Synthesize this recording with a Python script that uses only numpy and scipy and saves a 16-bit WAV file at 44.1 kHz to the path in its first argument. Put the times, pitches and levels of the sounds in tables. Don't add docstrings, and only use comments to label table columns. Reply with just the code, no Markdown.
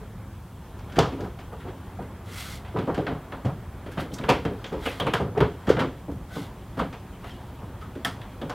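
import sys
import numpy as np
from scipy import signal
from scipy.fft import rfft, irfft, next_fast_len
from scipy.io import wavfile
from scipy.ndimage import uniform_filter1d, map_coordinates

SR = 44100
rng = np.random.default_rng(int(sys.argv[2]) if len(sys.argv) > 2 else 0)


def inscribe(sig):
    pcm = np.round(np.clip(np.atleast_2d(sig).T, -1, 1) * 32767)
    wavfile.write(sys.argv[1], SR, pcm.astype(np.int16))


def gain_from_decibels(decibels):
    exponent = np.asarray(decibels, float) / 20
    return 10 ** exponent


N = 376613
SPAN = 2 ** 14

# frequency [Hz], level [dB per Hz].
RUMBLE_SPECTRUM = [(18, -59), (30, -0.5), (107, -1.5), (151, -9.5), (189, -7.5), (216, -11), (309, -39),
                   (350, -14.5), (460, -62), (770, -120)]
# frequency [Hz], level [dB per Hz].
STREET_SPECTRUM = [(120, -47), (200, -1.5), (220, -16), (255, -1), (302, -7), (343, -6), (613, -9.5),
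                   (916, -9.5), (2500, -24), (3250, -64), (5500, -120)]
# frequency [Hz], level [dB per Hz].
TYRE_SPECTRUM = [(1200, -17), (2000, -39), (2600, 2.5), (3300, 2), (3900, -2), (5500, -9.5), (9000, -16.5)]
# time [s], level over rest [dB].
STRAIN = [(0, 0.5), (.76, 0.5), (1.12, 6.5), (1.38, 1), (2.28, 1.5), (2.76, 3), (2.97, 5), (3.16, 1.5),
          (3.88, 1.5), (4.33, 5.5), (4.5, 2.5), (4.73, 5), (5.02, 2), (5.25, -3), (5.4, 4), (6.14, 1.5),
          (7.63, 2), (8.16, 2.5)]
# frequency [Hz], level [dB per Hz].
AMPLIFIER_SPECTRUM = [(1500, -11.5), (4000, -4.5), (8000, -1.5), (13000, -2.5), (16000, -2.5)]
# frequency [Hz], time to fall by 60 dB [s].
GARAGE_DECAY = [(100, 0.38), (700, 0.26), (2000, 0.28), (5000, 0.3), (13000, 0.26)]

# start [s], rise [s], hold [s], hiss level [dB], body re hiss [dB].
SLIDES = [
    (2.245, .13, 0.19, -43.2, 2.5),
    (3.957, .05, .02, -49, 7),
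    (4.119, 0.022, .004, -47, -6),
    (4.774, 0.072, 0.14, -49, 6.5),
    (6.282, .07, 0.11, -50.5, 5),
    (7.21, 0.061, 0.079, -59.5, 6.5),
]
# frequency [Hz], level [dB per Hz].
SLIDE_HISS = [(2350, -30), (4000, -0.5), (5130, -3.5), (6590, -6), (12800, -9.5), (14800, -14),
              (16000, -13)]
# frequency [Hz], level [dB per Hz].
SLIDE_BODY = [(600, -27), (1350, 6), (1850, -3), (2050, 8), (2350, -3), (3500, 0), (5200, -14.5),
              (7000, -60)]

# start [s], peak level [dB], pitch [Hz], length [s].
SQUEAKS = [(.01, -34, 415, 0.013), (4.9995, -21.5, 3230, 0.0055), (6.3, -37.5, 1500, 0.034),
           (6.791, -21, 1170, 0.006), (4.858, -29, 2900, 0.0086), (7.129, -49, 3030, 0.011),
           (7.265, -45, 2800, 0.005), (7.345, -47, 2900, .01), (7.283, -41, 2900, 0.005),
           (7.303, -40, 3200, .004), (7.317, -42, 3150, .005), (7.81, -33.5, 1270, 0.014),
           (8.048, -21, 3170, 0.0024), (4.299, -20, 980, 0.014), (8.058, -24, 1300, 0.006),
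           (8.05, -42, 5300, .012), (8.052, -42, 8100, .011), (8.052, -43, 10100, .008),
           (7.236, -40, 700, .012), (7.242, -43, 1300, .006), (7.305, -51, 5400, .006),
           (7.236, -45, 2900, .003), (4.862, -20, 480, .006), (4.87, -30, 2600, .012)]
# start [s], peak level [dB], pitch [Hz], rattle length [s].
CHATTERS = [(4.139, -39, 6000, .004), (4.139, -43, 7700, .004), (4.116, -48, 3200, .006),
            (4.1845, -41, 3700, .004), (4.187, -39, 1300, .004), (4.211, -42, 2100, .005),
            (4.238, -36, 2900, .003), (4.24, -32, 1500, .005), (4.2905, -23, 2800, .003),
            (4.292, -19, 980, .005), (4.997, -47, 9100, .0015), (5.066, -50, 9100, .0015),
            (5.066, -50, 7700, .0015), (5.136, -29, 2900, .002), (4.645, -50, 4800, .006),
            (4.662, -52, 6400, .01), (5.376, -49, 5200, .002), (5.374, -36, 2000, .003),
            (8.0475, -28, 3200, .002), (8.048, -24, 1800, .004), (8.049, -33, 4900, .003),
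            (8.053, -27, 1270, .006), (8.049, -43, 8200, .003), (6.791, -28, 1170, .004),
            (6.792, -41, 2800, .004), (5.69, -28, 1380, .006), (5.812, -27, 1050, .006),
            (5.792, -31, 1800, .004), (3.068, -33, 2000, .002), (4.728, -27, 430, .008),
            (4.296, -22, 280, .008)]

# frequency [Hz], width [Hz], level [dB].
CLIP_MODES = [(1500, 660, 0.5), (2290, 570, 0.5), (2920, 1120, -3.5)]
# frequency [Hz], level [dB].
TICK_SPECTRUM = [(2500, -24), (4500, 9.5), (7000, 0), (10000, -15), (16000, -22)]
# frequency [Hz], level [dB].
FIZZ_SPECTRUM = [(5000, -9), (9000, -1.5), (13000, -4), (16000, -12)]
# start [s], peak level [dB], tick re peak [dB], fizz re peak [dB].
CLIP_SNAPS = [(.897, -42, -26.5, -25), (.922, -35, -16, -32.5), (1.206, -35.5, -11, -34),
              (1.244, -42, -16, -20.5), (1.528, -45, -27, -16), (2.023, -44, -23, -25.5),
              (2.6823, -41, -24, -27), (2.77, -34, -25, -28), (2.787, -30, -23, -29), (2.87, -42, -24, -24),
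              (2.945, -30, -16, -28), (2.978, -32, -22, -30), (3.067, -25.5, -57, -39),
              (3.322, -31, -35, -35), (4.004, -43, -23.5, -18), (4.1404, -44, 2, -12),
              (4.4514, -26, -20, -31), (5.1367, -17, -17.5, -24.5), (5.207, -35, -24, -25),
              (5.357, -59, -21, -23), (5.4046, -19, -37, -27), (5.768, -25.5, -38, -51),
              (6.115, -47.5, -14, -12), (7.243, -37.5, -22, -21), (7.953, -39, -25, -25),
              (8.4964, -28.5, -12.5, -27)]
# start [s], peak level [dB], tick re peak [dB], fizz re peak [dB].
CLIP_SLIPS = [(1.6003, -42, -41, -22), (1.674, -41.5, -25, -30), (3.4484, -34.5, -16.5, -24),
              (3.861, -40, -33, -28), (3.915, -41, -16, -16), (3.9765, -28.5, -40, -31),
              (4.235, -32, -26, -30), (4.725, -38.5, -15, -30), (5.6695, -30, -19, -30),
              (5.691, -22, -16.5, -28), (5.7917, -20, -25, -32.5), (6.7725, -37, -25, -22),
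              (6.791, -24.5, -27, -31), (7.81, -41.5, -18, -27), (.958, -28.5, -17, -29)]
# start [s], peak level [dB], tick re peak [dB], fizz re peak [dB].
TAB_SNAPS = [
    (.789, -47.5, -8, -34),
    (1.119, -42, -25, -25),
    (1.3877, -42, -14, -30),
    (2.648, -41, -34, -31),
    (4.2895, -15.5, -13.5, -27),
    (4.856, -22, -55.5, -22.5),
    (5.0667, -25, -31, -28),
    (5.376, -31.5, -22, -24),
    (6.927, -38, -14, -32.5),
]
# start [s], peak level [dB], tick re peak [dB], fizz re peak [dB].
PIN_SNAPS = [
    (.9887, -15, -6.5, -34),
    (1.037, -49, -24, -43),
    (4.1849, -36, -16, -15),
    (4.6427, -28.5, -15.5, -56),
    (5.0, -21, -21, -23),
    (7.2935, -39, -14, -31),
    (8.0485, -23, -12, -10),
    (8.2154, -36.5, -37, -21),
    (8.4153, -33.5, -19, -28),
]

# peak time [s], peak level [dB], pitch [Hz], length [cycles].
BLOWS = [(0.9858, -3, 440, 0.77), (0.9885, -7, 700, 1.8), (2.983, -14, 404, 0.54), (4.294, -14, 950, 1.8),
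         (5.4119, -10, 400, 0.64), (5.7048, -3, 440, 1.9), (5.3845, -15, 590, 1.1),
         (6.3695, -22, 610, 0.92), (6.803, -15, 650, 0.81), (5.203, -17, 530, 1.2), (5.139, -13, 1050, 1.2),
         (5.0725, -14, 900, 1.1), (5.155, -13, 1000, 1.1), (1.9945, -29, 730, 6), (5.4265, -17, 140, 2.5),
         (5.4275, -14, 420, 5), (5.445, -19, 135, 2.5), (5.43, -22, 60, 2.5), (6.81, -28, 62, 2.5),
         (1.01, -27, 60, 2.5), (4.2855, -24, 2400, 1.2), (2.9, -19, 420, 4), (2.905, -24, 170, 2.5),
         (2.91, -30, 680, 4), (2.789, -19, 150, 1.5), (2.773, -27, 1000, 5), (2.846, -25, 200, 1.5),
         (5.409, -17, 1180, 5), (4.119, -31, 280, 1.5), (5.812, -20, 230, 2), (5.7105, -14.5, 450, 3),
         (6.822, -22, 480, 3), (5.41, -15, 420, 4), (5.378, -20, 420, 5)]
# frequency [Hz], width [Hz], level [dB].
SHELL_MODES = [(280.6, 69, -2), (422, 103, -0.5), (577, 174, -4.5)]
# frequency [Hz], width [Hz], level [dB].
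SMALL_PANEL_MODES = [(700, 149, 2), (980, 102, 3), (1210, 240, 0.5)]
# frequency [Hz], width [Hz], level [dB].
HOLLOW_MODES = [(65, 20, -8), (146, 55, -1), (208, 170, -13.5)]
# start [s], peak level [dB], thud re peak [dB], small panels re peak [dB].
WIDE_KNOCKS = [(1.118, -20, -14, -21), (3.068, -20.5, -11, -4), (3.099, -21.5, -5, -12),
               (3.322, -26.5, -16, -4), (3.861, -28, -12.5, -11.5), (3.973, -21, -2, -4.5),
               (4.016, -23, -10, -28), (4.106, -29.5, -1, -27), (4.196, -25.5, -5, -7.5),
               (4.325, -44, -16, 13), (5.062, -15.5, -21, -5), (5.239, -32.5, 1, -.5),
               (5.819, -17, -10.5, -8), (6.361, -22, -7.5, -10), (6.771, -20.5, -9, -7),
               (6.795, -19, -7, -6), (7.62, -32, -7, -6.5), (7.955, -24, -19, -22),
               (8.048, -24.5, -8.5, -2), (6.082, -20, -7, -16.5), (8.415, -21, -10, -12)]
# start [s], peak level [dB], thud re peak [dB], small panels re peak [dB].
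MIDDLE_KNOCKS = [(.985, -8, -10.5, -6), (1.249, -32, -10, -3), (1.993, -27, -6, -9),
                 (2.761, -22.5, -13, 0.5), (2.875, -14, -11.5, -9), (2.894, -19, -10, -4),
                 (2.976, -13, -10.5, -12), (3.149, -31, -2, -3.5), (4.45, -13, -8, -15),
                 (4.507, -22, -12, -25), (4.721, -22, -8, -10), (5.135, -16, -10, -3.5),
                 (5.2, -16, -5, -10), (5.35, -26, -8, -5), (5.371, -13, -12, -8.5),
                 (5.405, -10.5, -7.5, -6.5), (5.433, -15.5, -16, -15), (5.675, -13, -4.5, -10.5),
                 (5.695, -9.5, -18, -11.5), (5.769, -16, -4.5, -9), (6.927, -36, -15, 0.5),
                 (7.812, -38, -5, -19)]
# start [s], peak level [dB], thud re peak [dB], small panels re peak [dB].
CORNER_KNOCKS = [(1.029, -26, -5, 3), (1.388, -40.5, -2, 2), (1.523, -29, -22, -7), (3.447, -19.5, 2.5, -8),
                 (3.489, -40.5, -8, 8), (4.233, -22.5, -17, -5), (4.287, -9, -10.5, -4.5),
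                 (4.643, -29.5, -22, -6.5), (4.858, -16.5, -28, -7), (4.998, -20, -9, -3.5),
                 (5.279, -29.5, -2.5, -10), (5.786, -17.5, -17, -4.5), (6.819, -26, -2, -9),
                 (7.237, -40.5, -15, 5), (8.495, -35, -30, 8.5)]
# start [s], peak level [dB], thud re peak [dB], small panels re peak [dB].
RUBS = [
    (.962, -19, -2.5, -13),
    (1.19, -21.5, -6, -15),
    (1.645, -26.5, -10, -9),
    (2.742, -18, -6.5, -23),
    (2.789, -24.5, -5, -18),
    (5.021, -23, -2, -22),
]


def along(points, hz):
    f, v = np.transpose(points)
    return np.interp(np.log(hz + 1), np.log(f + 1), v)


def unit(x):
    return x / np.sqrt(np.mean(x ** 2) + 1e-20)


def wobble(rate):
    knots = rng.standard_normal(int(N * rate / SR) + 4)
    return map_coordinates(knots, [np.arange(N) * rate / SR])


def noise(spectrum, patchy_db):
    z = signal.stft(rng.standard_normal(N), nperseg=512)[2]
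    field = uniform_filter1d(rng.standard_normal(z.shape), 5, 0)
    field = uniform_filter1d(field, 10, 1)
    patchy = signal.istft(z * gain_from_decibels(patchy_db * unit(field)), nperseg=512)[1][:N]
    size = next_fast_len(N + 8192)
    colour = gain_from_decibels(along(spectrum, np.fft.rfftfreq(size, 1 / SR)))
    return unit(irfft(rfft(patchy, size) * colour, size)[:N])


def modes(hz, rows):
    return sum((-1) ** k * gain_from_decibels(db) * 1j * hz * width / (centre ** 2 - hz ** 2 + 1j * hz * width)
               for k, (centre, width, db) in enumerate(rows))


def own_modes(hz, centres, width, db):
    return np.array([modes(hz, [(centre, width * centre, db)]) for centre in centres])


def contacts(lengths, lead, spiky, wet_db):
    t = np.arange(SPAN) / SR
    draws = rng.standard_normal((len(lengths), 2, SPAN))
    length = np.clip(lengths, .001, .06)[:, None]
    grains = np.sign(draws[:, 0]) * abs(draws[:, 0]) ** spiky
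    rattle = grains * (t / length) ** 0.6 * np.exp(-t / length)
    rattle = rattle / np.linalg.norm(rattle, axis=1, keepdims=True)
    strike = lead * 0.0044 / (0.0022 + length) * (t == 0)
    hz, s, z = signal.stft(draws[:, 1], SR, nperseg=256)
    decay = gain_from_decibels(-60 * s / along(GARAGE_DECAY, hz)[:, None])
    walls = signal.istft(z * decay, SR, nperseg=256)[1][:, :SPAN]
    walls = walls * (1 - np.exp(-(t / (0.002 + 1.06 * length)) ** 2))
    walls = walls / np.linalg.norm(walls, axis=1, keepdims=True)
    return rfft(rattle + strike + gain_from_decibels(wet_db) * walls)


def placed(times, levels_db, spectra, smooth):
    sounds = irfft(spectra)[:, :SPAN - 1024]
    power = uniform_filter1d(sounds[:, :SPAN // 8] ** 2, round(smooth * SR))
    peaks = np.sqrt(abs(power).max(1))
    out = np.zeros(N + 2 * SPAN)
    for s, gain, sound in zip(times, gain_from_decibels(levels_db) / peaks, sounds):
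        out[round(s * SR):][:len(sound)] += gain * sound
    return out[:N]


def events(kinds):
    return np.transpose(sorted((*row, hz, length) for rows, hz, length in kinds for row in rows))


def night():
    s, db = np.transpose(STRAIN)
    strain_db = np.interp(np.arange(N) / SR, s, db)
    rumble_db = -39.5 + 0.12 * strain_db + 0.32 * wobble(18)
    street_db = -48.5 + strain_db + 1.0 * wobble(3.46)
    tyres_db = -65 + 1.1 * strain_db + 0.82 * wobble(2.83)
    rumble = gain_from_decibels(rumble_db) * noise(RUMBLE_SPECTRUM, patchy_db=0.5)
    street = gain_from_decibels(street_db) * noise(STREET_SPECTRUM, patchy_db=1.5)
    tyres = gain_from_decibels(tyres_db) * noise(TYRE_SPECTRUM, patchy_db=1.0)
    return rumble + street + tyres


def slides():
    hiss, body = np.zeros(N), np.zeros(N)
    release = 0.073
    for s, rise, hold, db, body_db in SLIDES:
        moments = np.cumsum([0, rise, hold, release])
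        t = np.arange(round(moments[-1] * SR)) / SR
        press = gain_from_decibels(db + np.interp(t, moments, [-20.5, 0, -6, -29]))
        hiss[round(s * SR):][:len(t)] += press
        body[round(s * SR):][:len(t)] += press * gain_from_decibels(body_db)
    grip = gain_from_decibels(.6 * wobble(40) + 1.4 * wobble(300))
    return grip * (hiss * noise(SLIDE_HISS, patchy_db=.7) + body * noise(SLIDE_BODY, patchy_db=1.2))


def squeaks():
    out, t = np.zeros(N + SPAN), np.arange(SPAN) / SR
    for s, db, hz, length in SQUEAKS:
        drift = 0.065 * np.cumsum(rng.standard_normal(SPAN))
        catch_db = 1.8 * unit(uniform_filter1d(rng.standard_normal(SPAN), 150))
        swell = gain_from_decibels(db + 1.5 + catch_db) * t / length * np.exp(-t / length)
        out[round(s * SR):][:SPAN] += swell * np.sin(2 * np.pi * hz * t + drift)
    return out[:N]


def chatters():
    s, db, own_hz, length = np.transpose(CHATTERS)
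    hz = np.fft.rfftfreq(SPAN, 1 / SR)
    own = own_modes(hz, own_hz, width=.3, db=0) ** 2
    return placed(s, db - 3, contacts(length, lead=.4, spiky=2.2, wet_db=-5) * own, smooth=.004)


def clips():
    s, db, tick_db, fizz_db, lead_hz, length = events([
        (CLIP_SNAPS, 1420, 0.0037), (CLIP_SLIPS, 1400, 0.0094),
        (TAB_SNAPS, 2470, 0.0072), (PIN_SNAPS, 3440, 0.0031)])
    hz = np.fft.rfftfreq(SPAN, 1 / SR)
    burst = contacts(length, lead=0.62, spiky=1.7, wet_db=0.5)
    own = own_modes(hz, lead_hz, width=0.19, db=1.5)
    stiff = 1j * hz / (900 + 1j * hz) / (1 - (hz / 4200) ** 2 + 1.2j * hz / 4200) ** 2
    rings = placed(s, db - 7.5, burst * stiff * (1 + own) * modes(hz, CLIP_MODES), smooth=0.0052)
    edge = contacts(1.04 * length, lead=0.53, spiky=2.4, wet_db=-4.0)
    tick = placed(s, db + tick_db - 5, edge * gain_from_decibels(along(TICK_SPECTRUM, hz)), smooth=0.0071)
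    fizz = placed(s, db + fizz_db - 2, edge * gain_from_decibels(along(FIZZ_SPECTRUM, hz)), smooth=0.0046)
    return rings + tick + fizz


def blows():
    t, out = np.arange(N) / SR, np.zeros(N)
    for s, db, hz, cycles in BLOWS:
        near = slice(round((s - .06) * SR), round((s + .06) * SR))
        turns = hz * (t[near] - s)
        out[near] += gain_from_decibels(db) * np.exp(-(2 * turns / cycles) ** 2) * np.cos(2 * np.pi * turns)
    return out


def shell():
    s, db, thud_db, small_db, lead_hz, length = events([
        (WIDE_KNOCKS, 259, 0.0097), (MIDDLE_KNOCKS, 422, 0.0095),
        (CORNER_KNOCKS, 517, .0101), (RUBS, 383, 0.023)])
    hz = np.fft.rfftfreq(SPAN, 1 / SR)
    soft = 1 / (1 + 1j * hz / 1300) ** 2
    burst = soft * contacts(length, lead=0.95, spiky=2.94, wet_db=-1.0)
    own = own_modes(hz, lead_hz, width=0.2, db=4)
    large = modes(hz, SHELL_MODES) / (1 + 1j * hz / 800)
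    hollow = modes(hz, HOLLOW_MODES) / (1 + 1j * hz / 250)
    panels = placed(s, db - 8.0, burst * (1 + own) * large, smooth=0.0027)
    small = placed(s, db + small_db - 4.0, burst * modes(hz, SMALL_PANEL_MODES), smooth=0.002)
    thud = placed(s, db + thud_db - 5.5, burst * hollow, smooth=0.034)
    return panels + small + thud


def scene():
    heard = night() + slides() + squeaks() + chatters() + clips() + blows() + shell()
    return np.tile(heard, (2, 1))


def top_cut(x):
    return signal.sosfilt(signal.butter(12, 16630, fs=SR, output="sos"), x)


def record(dry):
    shared_hiss = gain_from_decibels(-63) * noise(AMPLIFIER_SPECTRUM, patchy_db=0.8)
    side_hiss = gain_from_decibels(-64.5) * noise(AMPLIFIER_SPECTRUM, patchy_db=-4.0)
    hiss = shared_hiss + side_hiss * np.array([[1], [-1]])
    size = next_fast_len(N)
    hz = np.fft.rfftfreq(size, 1 / SR)
    port = 1 + modes(hz, [(3270, 290, -9)])
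    band = (hz < 15830) / (1 + (40 / (hz + 1)) ** 4)
    picked_up = irfft(rfft(dry, size) * port, size)[:, :N]
    heard = irfft(rfft(picked_up + hiss, size) * band, size)[:, :N]
    return top_cut(heard)


dry = scene()
out = record(dry)
inscribe(out)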